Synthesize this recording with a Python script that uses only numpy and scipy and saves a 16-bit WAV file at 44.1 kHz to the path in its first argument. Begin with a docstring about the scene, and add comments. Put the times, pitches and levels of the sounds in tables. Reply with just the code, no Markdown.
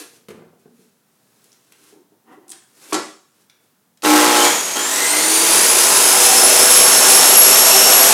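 """An abrasive chop saw in a workshop, close to the microphone. Its trigger is blipped, then held: the brush
motor buzzes with inrush current, coasts, and runs up with commutator whine, gear noise and rushing air.
Before that, over the quiet of the room, someone steps up, presses the creaking head down and pulls the
lock pin; the sprung head clunks against its stop. The loudest moments overload the microphone."""
import sys
import numpy as np
from scipy import signal
from scipy.fft import rfft, irfft
from scipy.io import wavfile
from scipy.ndimage import uniform_filter1d

SR = 44100
rng = np.random.default_rng(int(sys.argv[2]) if len(sys.argv) > 2 else 0)


def unload_audio(sound):
    """Save the sound as a 16-bit wav file, at the path given as the first command line argument."""
    columns = np.transpose(np.atleast_2d(sound))
    # keep every value between -1 and 1, then stretch to whole-number steps
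    steps = np.round(np.clip(columns, -1, 1) * 32767)
    wavfile.write(sys.argv[1], SR, steps.astype(np.int16))


N = 358533
T = np.arange(N) / SR


def undb(db):
    """Decibels to amplitude."""
    return 10 ** (np.asarray(db) / 20)


def unit(x):
    """Scale to rms 1."""
    return x / np.sqrt(np.mean(x ** 2))


def curve(rows, column=1):
    """One column of a table, joined by straight lines over time."""
    rows = np.array(rows, float)
    return np.interp(T, rows[:, 0], rows[:, column])


def noise():
    """White noise."""
    return rng.standard_normal(N)


def wander(rate_hz):
    """Smooth random drift with rms 1."""
    hold = int(SR / rate_hz)
    stairs = np.repeat(rng.standard_normal(N // hold + 1), hold)
    return unit(uniform_filter1d(uniform_filter1d(stairs, hold), hold)[:N])


def colour(x, spectrum):
    """Minimum-phase filter with the given (Hz, dB) shape and unit power gain."""
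    size = 4096
    hz, db = np.transpose(spectrum)
    bins_hz = np.arange(size // 2 + 1) * SR / size
    gain = undb(np.interp(np.log(bins_hz + 1), np.log(hz), db))
    cepstrum = irfft(np.log(gain))
    cepstrum[1:size // 2] *= 2
    cepstrum[size // 2 + 1:] = 0
    response = irfft(np.exp(rfft(cepstrum)))
    return signal.fftconvolve(x, response / np.linalg.norm(response))[:len(x)]


def resonate(x, hz, width):
    """Two-pole resonance, gain 1 at the centre."""
    return signal.lfilter(*signal.iirpeak(hz, hz / width, fs=SR), x)


def soften(x, hz):
    """Roll off the treble above hz."""
    return signal.sosfilt(signal.butter(2, hz, fs=SR, output="sos"), x)


def burst(decay_s):
    """The brief chatter of two surfaces meeting."""
    t = T[:SR // 4]
    return rng.standard_normal(len(t)) * np.exp(-t / decay_s)


def add(track, s, sound):
    """Mix a sound into a track at time s."""
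    start = int(s * SR)
    track[start:start + len(sound)] += sound[:N - start]


def room(x, wet_db, low_t60=0.59, treble_t60=0.49):
    """What reaches the microphone: direct sound and the workshop's diffuse tail."""
    t = T[:SR]
    low = soften(rng.standard_normal(SR), 2730)
    white = rng.standard_normal(SR)
    treble = soften(white - soften(white, 1320), 12000)
    tail = low * 1000 ** (-t / low_t60) + 0.47 * treble * 1000 ** (-t / treble_t60)
    tail *= np.clip((t - .002) / 0.0026, 0, 1)  # reflections begin after 2 ms
    reverb = signal.fftconvolve(x, tail / np.linalg.norm(tail))[:N]
    wet = undb(wet_db)
    return (x + wet * reverb) / np.hypot(1, wet)


# room tone all around the microphone: (frequency [Hz], level [dB])
WORKSHOP_SPECTRUM = [(29, -67), (50, -47), (109, -8), (209, -3.5), (236, -2), (267, -7), (552, -12.5),
                     (1390, -15.5), (2310, -22), (3580, -22), (3940, -22.5), (16500, -21.5)]

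def room_tone():
    """The quiet workshop: a faint, low noise that wavers slowly."""
    return colour(noise(), WORKSHOP_SPECTRUM) * undb(-62.5 + .9 * wander(3.9))


# soles on the concrete floor by the saw: (time [s], level [dB], brightness [Hz])
STEPS = [(0.133, -48, 800), (0.285, -30, 11000), (0.304, -30.5, 7500), (0.345, -36, 1500),
         (0.38, -35, 1200), (0.42, -38.5, 1200), (0.531, -48, 1200), (0.656, -38, 1000),
         (0.792, -41.5, 260)]
# the thud of a shoe: (frequency [Hz], level [dB])
SHOE_SPECTRUM = [(41, -55), (70, -27), (198, 0), (316, -6.5), (461, 0.5), (515, -5), (687, -16), (838, -15),
                 (916, -16.5), (7360, -29), (14000, -23)]

def footsteps():
    """Heel and sole land, then the weight shifts."""
    contact = np.zeros(N)
    for s, db, bright_hz in STEPS:
        add(contact, s, undb(db) * soften(burst(decay_s=0.0086), bright_hz))
    return colour(contact, SHOE_SPECTRUM)


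# a sliding shoe, sleeves and the hinge: (peak time [s], level [dB], rise [s], fall [s])
RUBS = [(0, -33, .01, 0.027), (.165, -53, 0.076, .015), (.3, -51, .006, .035), (.6, -65, .02, .03),
        (.8, -60.5, 0.073, 0.092), (1.46, -60.5, 0.23, 0.18), (1.895, -51.5, 0.12, .035),
        (2.33, -60, .02, 0.018), (2.84, -45, 0.064, .06), (2.905, -42.5, 0.019, 0.042),
        (3.42, -60, 0.12, .025), (3.64, -64, .03, 0.037)]
# their scuffing: (frequency [Hz], level [dB])
SCUFF_SPECTRUM = [(120, -50), (250, -8.5), (400, -1), (600, -12.5), (1300, -11), (2700, -12), (6000, -10),
                  (11000, -9.5), (14000, -17), (16500, -35)]

def rubbing():
    """Grainy sliding friction: each stroke builds up and dies away."""
    strokes = sum(undb(db) * np.exp(-np.maximum((s - T) / rise, (T - s) / fall))
                  for s, db, rise, fall in RUBS)
    return colour(noise() * undb(1.33 * wander(250)), SCUFF_SPECTRUM) * strokes


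# the creak at the saw's hinge: (time [s], slip rate [Hz], level [dB])
CREAK = [(2.23, 195, -75), (2.28, 240, -48), (2.33, 254, -40), (2.37, 350, -67), (2.47, 346, -57)]
# hinge resonances: (frequency [Hz], width [Hz], level [dB])
HINGE_MODES = [(231, 45, -6), (314, 83, 2.5), (776, 15, 4), (1020, 220, -5), (1860, 90, -9),
               (2800, 240, -19)]

def hinge_creak():
    """The loaded hinge sticks and slips, faster as the head goes down."""
    slip_count = np.cumsum(curve(CREAK) * (1 + .06 * wander(200))) / SR
    slips = np.diff(np.floor(slip_count), prepend=0) * undb(1.4 * wander(300))
    friction = unit(slips) + 0.53 * noise()
    body = sum(undb(db) * resonate(resonate(friction, hz, 2 * width), hz, 2 * width)
               for hz, width, db in HINGE_MODES)
    moving = (T >= CREAK[0][0] - .03) & (T <= CREAK[-1][0] + .1)
    return unit(body) * undb(curve(CREAK, column=2)) * moving


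# handle, lock pin and trigger, close up: (time [s], level [dB], centre [Hz], width [Hz])
CLICKS = [(1.442, -46, 9000, 9000), (1.518, -48, 6000, 2000), (1.529, -48, 6000, 2000),
          (1.64, -61, 6000, 9000), (1.722, -39, 6970, 14400), (2.481, -42, 8400, 6000),
          (2.493, -33.5, 8600, 1400), (2.502, -29.5, 8400, 1400), (2.514, -32, 8400, 1400),
          (2.518, -28, 7500, 8000), (2.532, -40, 3000, 6000), (2.91, -37, 8000, 9000),
          (3.498, -44, 3180, 4170), (3.973, -49, 5000, 8000), (4.022, -29.5, 2930, 4130)]

def clicks():
    """Small hard parts meet, each in a short burst through one resonance."""
    contact = np.zeros(N)
    for s, db, hz, width in CLICKS:
        width_makeup = np.sqrt(SR / 2 / width)
        add(contact, s, undb(db) * width_makeup * resonate(burst(decay_s=.0045), hz, width))
    return soften(contact, 13000)


# blows on the saw's frame, close up: (time [s], level [dB], brightness [Hz])
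BLOWS = [(1.925, -22.5, 330), (1.96, -27, 330), (2.12, -38, 500), (2.372, -25, 400), (2.924, 0.5, 1390),
         (2.929, -12, 14000), (2.943, -8, 8970), (4.033, -18, 1540), (4.048, 2.5, 2920), (4.767, -7, 380)]
# the crash of the head on its stop: (frequency [Hz], level [dB])
CRASH_SPECTRUM = [(60, -39), (120, -22), (190, -6), (270, -6), (340, -2.5), (420, -7), (540, -14),
                  (750, -7.5), (1250, -6.5), (1700, -10), (2400, -9), (7800, -3.5), (12700, -12),
                  (16000, -56)]
# ringing of the arm, guard and base: (frequency [Hz], level [dB], t60 [s])
FRAME_MODES = [(317, -11, 0.19), (373, -6.5, 0.08), (402, -6, 0.15), (488, -11, 0.17), (578, -8, 0.2),
               (720, -4, 0.17), (770, -8, 0.12), (909, -9, .24), (1046, -10, .18), (1115, -16, .14),
               (1346, -6, 0.16), (1717, -21, .22), (2912, -13, 0.26), (4269, -16, .3), (4893, -11, .25),
               (5400, -3.5, 0.19)]

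def clunks():
    """Each blow gives a dense crash and rings the frame; the deepest bass is cut away."""
    contact, t = np.zeros(N), T[:SR]
    for s, db, bright_hz in BLOWS:
        add(contact, s, undb(db) * soften(burst(decay_s=0.012), bright_hz))
    modes = sum(undb(db) * np.cos(2 * np.pi * hz * t) * 1000 ** (-t / t60) for hz, db, t60 in FRAME_MODES)
    ring = signal.fftconvolve(contact, modes / np.linalg.norm(modes))[:N]
    body = undb(-6.5) * colour(contact, CRASH_SPECTRUM) + undb(-15.5) * ring
    return signal.sosfilt(signal.butter(2, 160, "high", fs=SR, output="sos"), body)


TOP_SHAFT_HZ, GEAR_RATIO, RUNNING_CURRENT_DB = 394.5, 6.1, -33
# trigger pulls, a blip and a hold: (on [s], off [s], inrush level [dB], inrush fade [s])
TRIGGER_PULLS = [(4.028, 4.46, -14.5, 1.8), (4.752, 8.2, -12.5, 0.021)]

def motor(settle_s=0.94, coast_s=4.0, stall_torque=1.68):
    """Speed (share of top speed) and current. 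Power pulls hardest on a slow rotor; unpowered, it coasts."""
    speed, current = np.zeros(N), np.zeros(N)
    for on, off, inrush_db, fade_s in TRIGGER_PULLS:
        powered, coasting = np.clip(T - on, 0, off - on), np.maximum(T - off, 0)
        shortfall = 1 - speed[int(on * SR)]
        settling = np.exp(-powered / settle_s)
        driven = 1 - shortfall * settling / (1 + stall_torque * shortfall * (1 - settling))
        speed = np.where(T < on, speed, driven * np.exp(-coasting / coast_s))
        draw = undb(inrush_db) * np.exp(-powered / fade_s) + undb(RUNNING_CURRENT_DB)
        switch = (1 - np.exp(-powered / 0.024)) * np.exp(-coasting / 0.0091)
        current += draw * switch
    return speed, current


# magnetic buzz of the stator: (multiple of the mains frequency, level [dB])
STATOR_HARMONICS = [(3, -24.5), (4, -11), (6, -3), (8, -1.5), (10, -8.5), (12, -4), (14, 2), (16, -8),
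                    (17, -20), (18, -2), (22, -1.5), (24, -8), (32, -13), (34, -22), (36, -32)]
# sparking at the brushes: (frequency [Hz], level [dB])
SPARK_SPECTRUM = [(100, -45), (170, -24.5), (250, -18.5), (500, -11.5), (900, -11), (1400, -11),
                  (2300, -14), (5000, -12.5), (7000, -11.5), (9500, -13), (14400, -20), (16500, -38)]

def buzz_and_sparks(speed, current, mains_hz=60, groan_hz=303.4):
    """The current shakes the stator at mains harmonics; the brushes spark on every half wave."""
    mains = 2 * np.pi * mains_hz * T
    buzz = sum(undb(db + 0.51 * wander(15))
               * np.sin(k * mains + 0.55 * wander(20) + rng.uniform(0, 2 * np.pi))
               for k, db in STATOR_HARMONICS)
    slow_rotor = np.exp(-((speed - 0.23) / 0.12) ** 2)  # the housing groans most at low speed
    groan = np.sin(2 * np.pi * groan_hz * T) * (.25 + slow_rotor)
    arcing = (.8 + np.sin(mains) ** 2) * undb(2 * wander(500))
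    sparks = colour(unit(noise() * arcing), SPARK_SPECTRUM) * current
    pole = np.exp(-1 / (0.03 * SR))  # the housing rings on briefly when the current stops
    shake = np.maximum(current, signal.lfilter([1 - pole], [1, -pole], current))
    hum = (undb(-2.5) * unit(buzz) + undb(3) * groan) * shake
    return room(hum, wet_db=-17.5) + room(sparks, wet_db=-0.5)


# air at the fan and in the wheel guard, close up: (frequency [Hz], level [dB])
HISS_SPECTRUM = [(710, -43), (1200, -26), (1320, -14.5), (1800, -12), (2610, -8.5), (4730, -7.5),
                 (5390, -6), (5890, -3.5), (6430, -3), (10200, -4), (11000, -7.5), (11500, -6.5),
                 (11900, -8.5), (13500, -10), (16500, -29.5)]
ROAR_SPECTRUM = [(76, -60), (130, -22.5), (188, -8), (347, -8), (386, 3), (425, -4.5), (513, -0.5),
                 (578, -4), (635, -1.5), (1220, -3), (2200, -9.5), (2860, -13.5), (4840, -120)]
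# brief swells of the rush: (time [s], half length [s], hiss rise [dB], roar rise [dB])
SWELLS = [(4.48, 0.11, 5, 9), (5.558, 0.036, 1, 3), (7.164, 0.096, 1.5, 2.5)]
# a hollow, shifting tone in the roar: (time [s], centre [Hz], relative level [dB])
HOLLOW_TONE = [(6.0, 991, -27.5), (6.13, 819, -19.5), (6.62, 661, -20.5), (6.68, 793, -25.5),
               (7.34, 803, -20), (7.41, 668, -29.5), (7.94, 712, -15), (8.1, 801, -21)]

def rushing_air(speed):
    """The fan hisses, fluttering once per wheel turn, and the wheel roars in its guard."""
    wheel = 2 * np.pi * np.cumsum(speed * TOP_SHAFT_HZ) / SR / GEAR_RATIO
    hiss_db, roar_db = -10, -20
    for s, half_length, hiss_rise, roar_rise in SWELLS:
        swell = np.exp(-((T - s) / half_length) ** 2)
        hiss_db += hiss_rise * swell
        roar_db += roar_rise * swell
    flutter = (1 + 0.1 * np.sin(wheel)) * undb(.5 * wander(30))
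    hiss = colour(noise() * flutter, HISS_SPECTRUM) * undb(hiss_db) * speed ** 2.48
    dull = signal.sosfiltfilt(signal.butter(2, 7600, fs=SR, output="sos"), hiss)
    hiss = dull + (hiss - dull) * speed ** 1.14  # the treble grows faster with speed
    roar = colour(noise() * undb(0.46 * wander(23)), ROAR_SPECTRUM) * undb(roar_db) * speed ** 2.74
    hollow_phase = 2 * np.pi * np.cumsum(curve(HOLLOW_TONE)) / SR
    hollow = unit(soften(noise(), 91) * np.sin(hollow_phase))  # a narrow band of noise
    hollow *= undb(curve(HOLLOW_TONE, column=2) - 5) * speed ** 2.2
    return room(hiss + roar + hollow, wet_db=-10)


# hum of the shaft and wheel: (multiple of the shaft speed, level [dB])
UNBALANCE_TONES = [(1, -33), (1.322, -30), (1.625, -40), (2, -36), (2.86, -34.5)]

def unbalance(shaft, speed):
    """Unbalanced parts hum; the guard booms as the rising shaft speed passes through its resonance."""
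    hum = sum(undb(db + 1.1 * wander(8.7)) * np.sin(k * shaft + 0.22 * wander(15))
              for k, db in UNBALANCE_TONES)
    shake = speed * np.sin(shaft + .5 * wander(30))
    boom = undb(-27) * resonate(shake, hz=325, width=18)
    return room(np.sqrt(2) * (hum * speed ** 6 + boom), wet_db=-15)


# the gear tone: (time [s], relative level [dB])
MESH_LEVELS = [(6.1, -22), (6.398, -17), (7.338, -19.5), (7.858, -13), (7.864, -16.5), (8.05, -22)]
# guard resonances set off by the gears: (frequency [Hz], width [Hz], level [dB])
GUARD_MODES = [(1930, 420, 2), (3200, 400, 1)]

def gears(shaft, speed, current, teeth=7):
    """A pinion drives the wheel, whose slow turn modulates the mesh; the teeth knock harder under load."""
    wheel = shaft / GEAR_RATIO
    wobble = 1.15 * np.sin(wheel) + .5 * np.sin(2 * wheel) + 1.42 * wander(240)
    octave = np.sin(2 * teeth * shaft + wobble) * undb(1.75 * wander(50))
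    fundamental = np.sin(teeth * shaft + wobble) * undb(2.8 * wander(30))
    howl = sum(undb(db) * resonate(resonate(fundamental + octave, hz, width), hz, width)
               for hz, width, db in GUARD_MODES)
    mesh = np.sqrt(2) * (octave + undb(-33) * fundamental + howl)
    load = 0.21 + (current / undb(RUNNING_CURRENT_DB)) ** 0.54  # a little remains when coasting
    return room(mesh * load * undb(curve(MESH_LEVELS) - 3.5) * speed ** 3.1, wet_db=0)


# the whine at the microphone, wavering near top speed: (time [s], relative level [dB])
WHINE_LEVELS = [(6.4, -13), (6.474, -11), (6.982, -10.5), (6.996, -19.5), (7.304, -7), (7.464, -6),
                (7.55, -14.5), (7.896, -14.5), (8.028, -11), (8.1, -25)]

def commutator_whine(shaft, speed, bars=29):
    """The commutator bars pass the brushes: a tone that climbs and grows with speed."""
    tone = np.sqrt(2) * np.sin(bars * shaft + 0.54 * wander(300)) * undb(2 * wander(25))
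    return room(tone * undb(curve(WHINE_LEVELS) - 0.5) * speed ** 3.25, wet_db=-2.5)


def scene():
    """Room tone, handling noises and the running saw, in mono from beside the machine."""
    handling = room(footsteps(), wet_db=-5.5, low_t60=0.66)
    handling += room(clunks(), wet_db=-4, low_t60=0.39)
    handling += room(clicks(), wet_db=-3.5)
    handling += room(rubbing() + hinge_creak(), wet_db=-3.5, low_t60=0.24)
    background = room_tone()
    speed, current = motor()
    saw = buzz_and_sparks(speed, current)
    shaft_hz = speed * TOP_SHAFT_HZ * (1 + 0.000364 * wander(60))
    shaft = 2 * np.pi * np.cumsum(shaft_hz) / SR  # angle [rad]
    saw += commutator_whine(shaft, speed) + gears(shaft, speed, current)
    saw += unbalance(shaft, speed) + rushing_air(speed)
    return (background + handling + saw)[None]


def record(dry):
    """The close microphone clips near full scale, and the top is cut at 16.5 kHz."""
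    clipped = np.clip(dry, -.97, .97)
    return signal.sosfilt(signal.ellip(8, .2, 70, 16500, fs=SR, output="sos"), clipped)


dry = scene()
out = record(dry)
unload_audio(out)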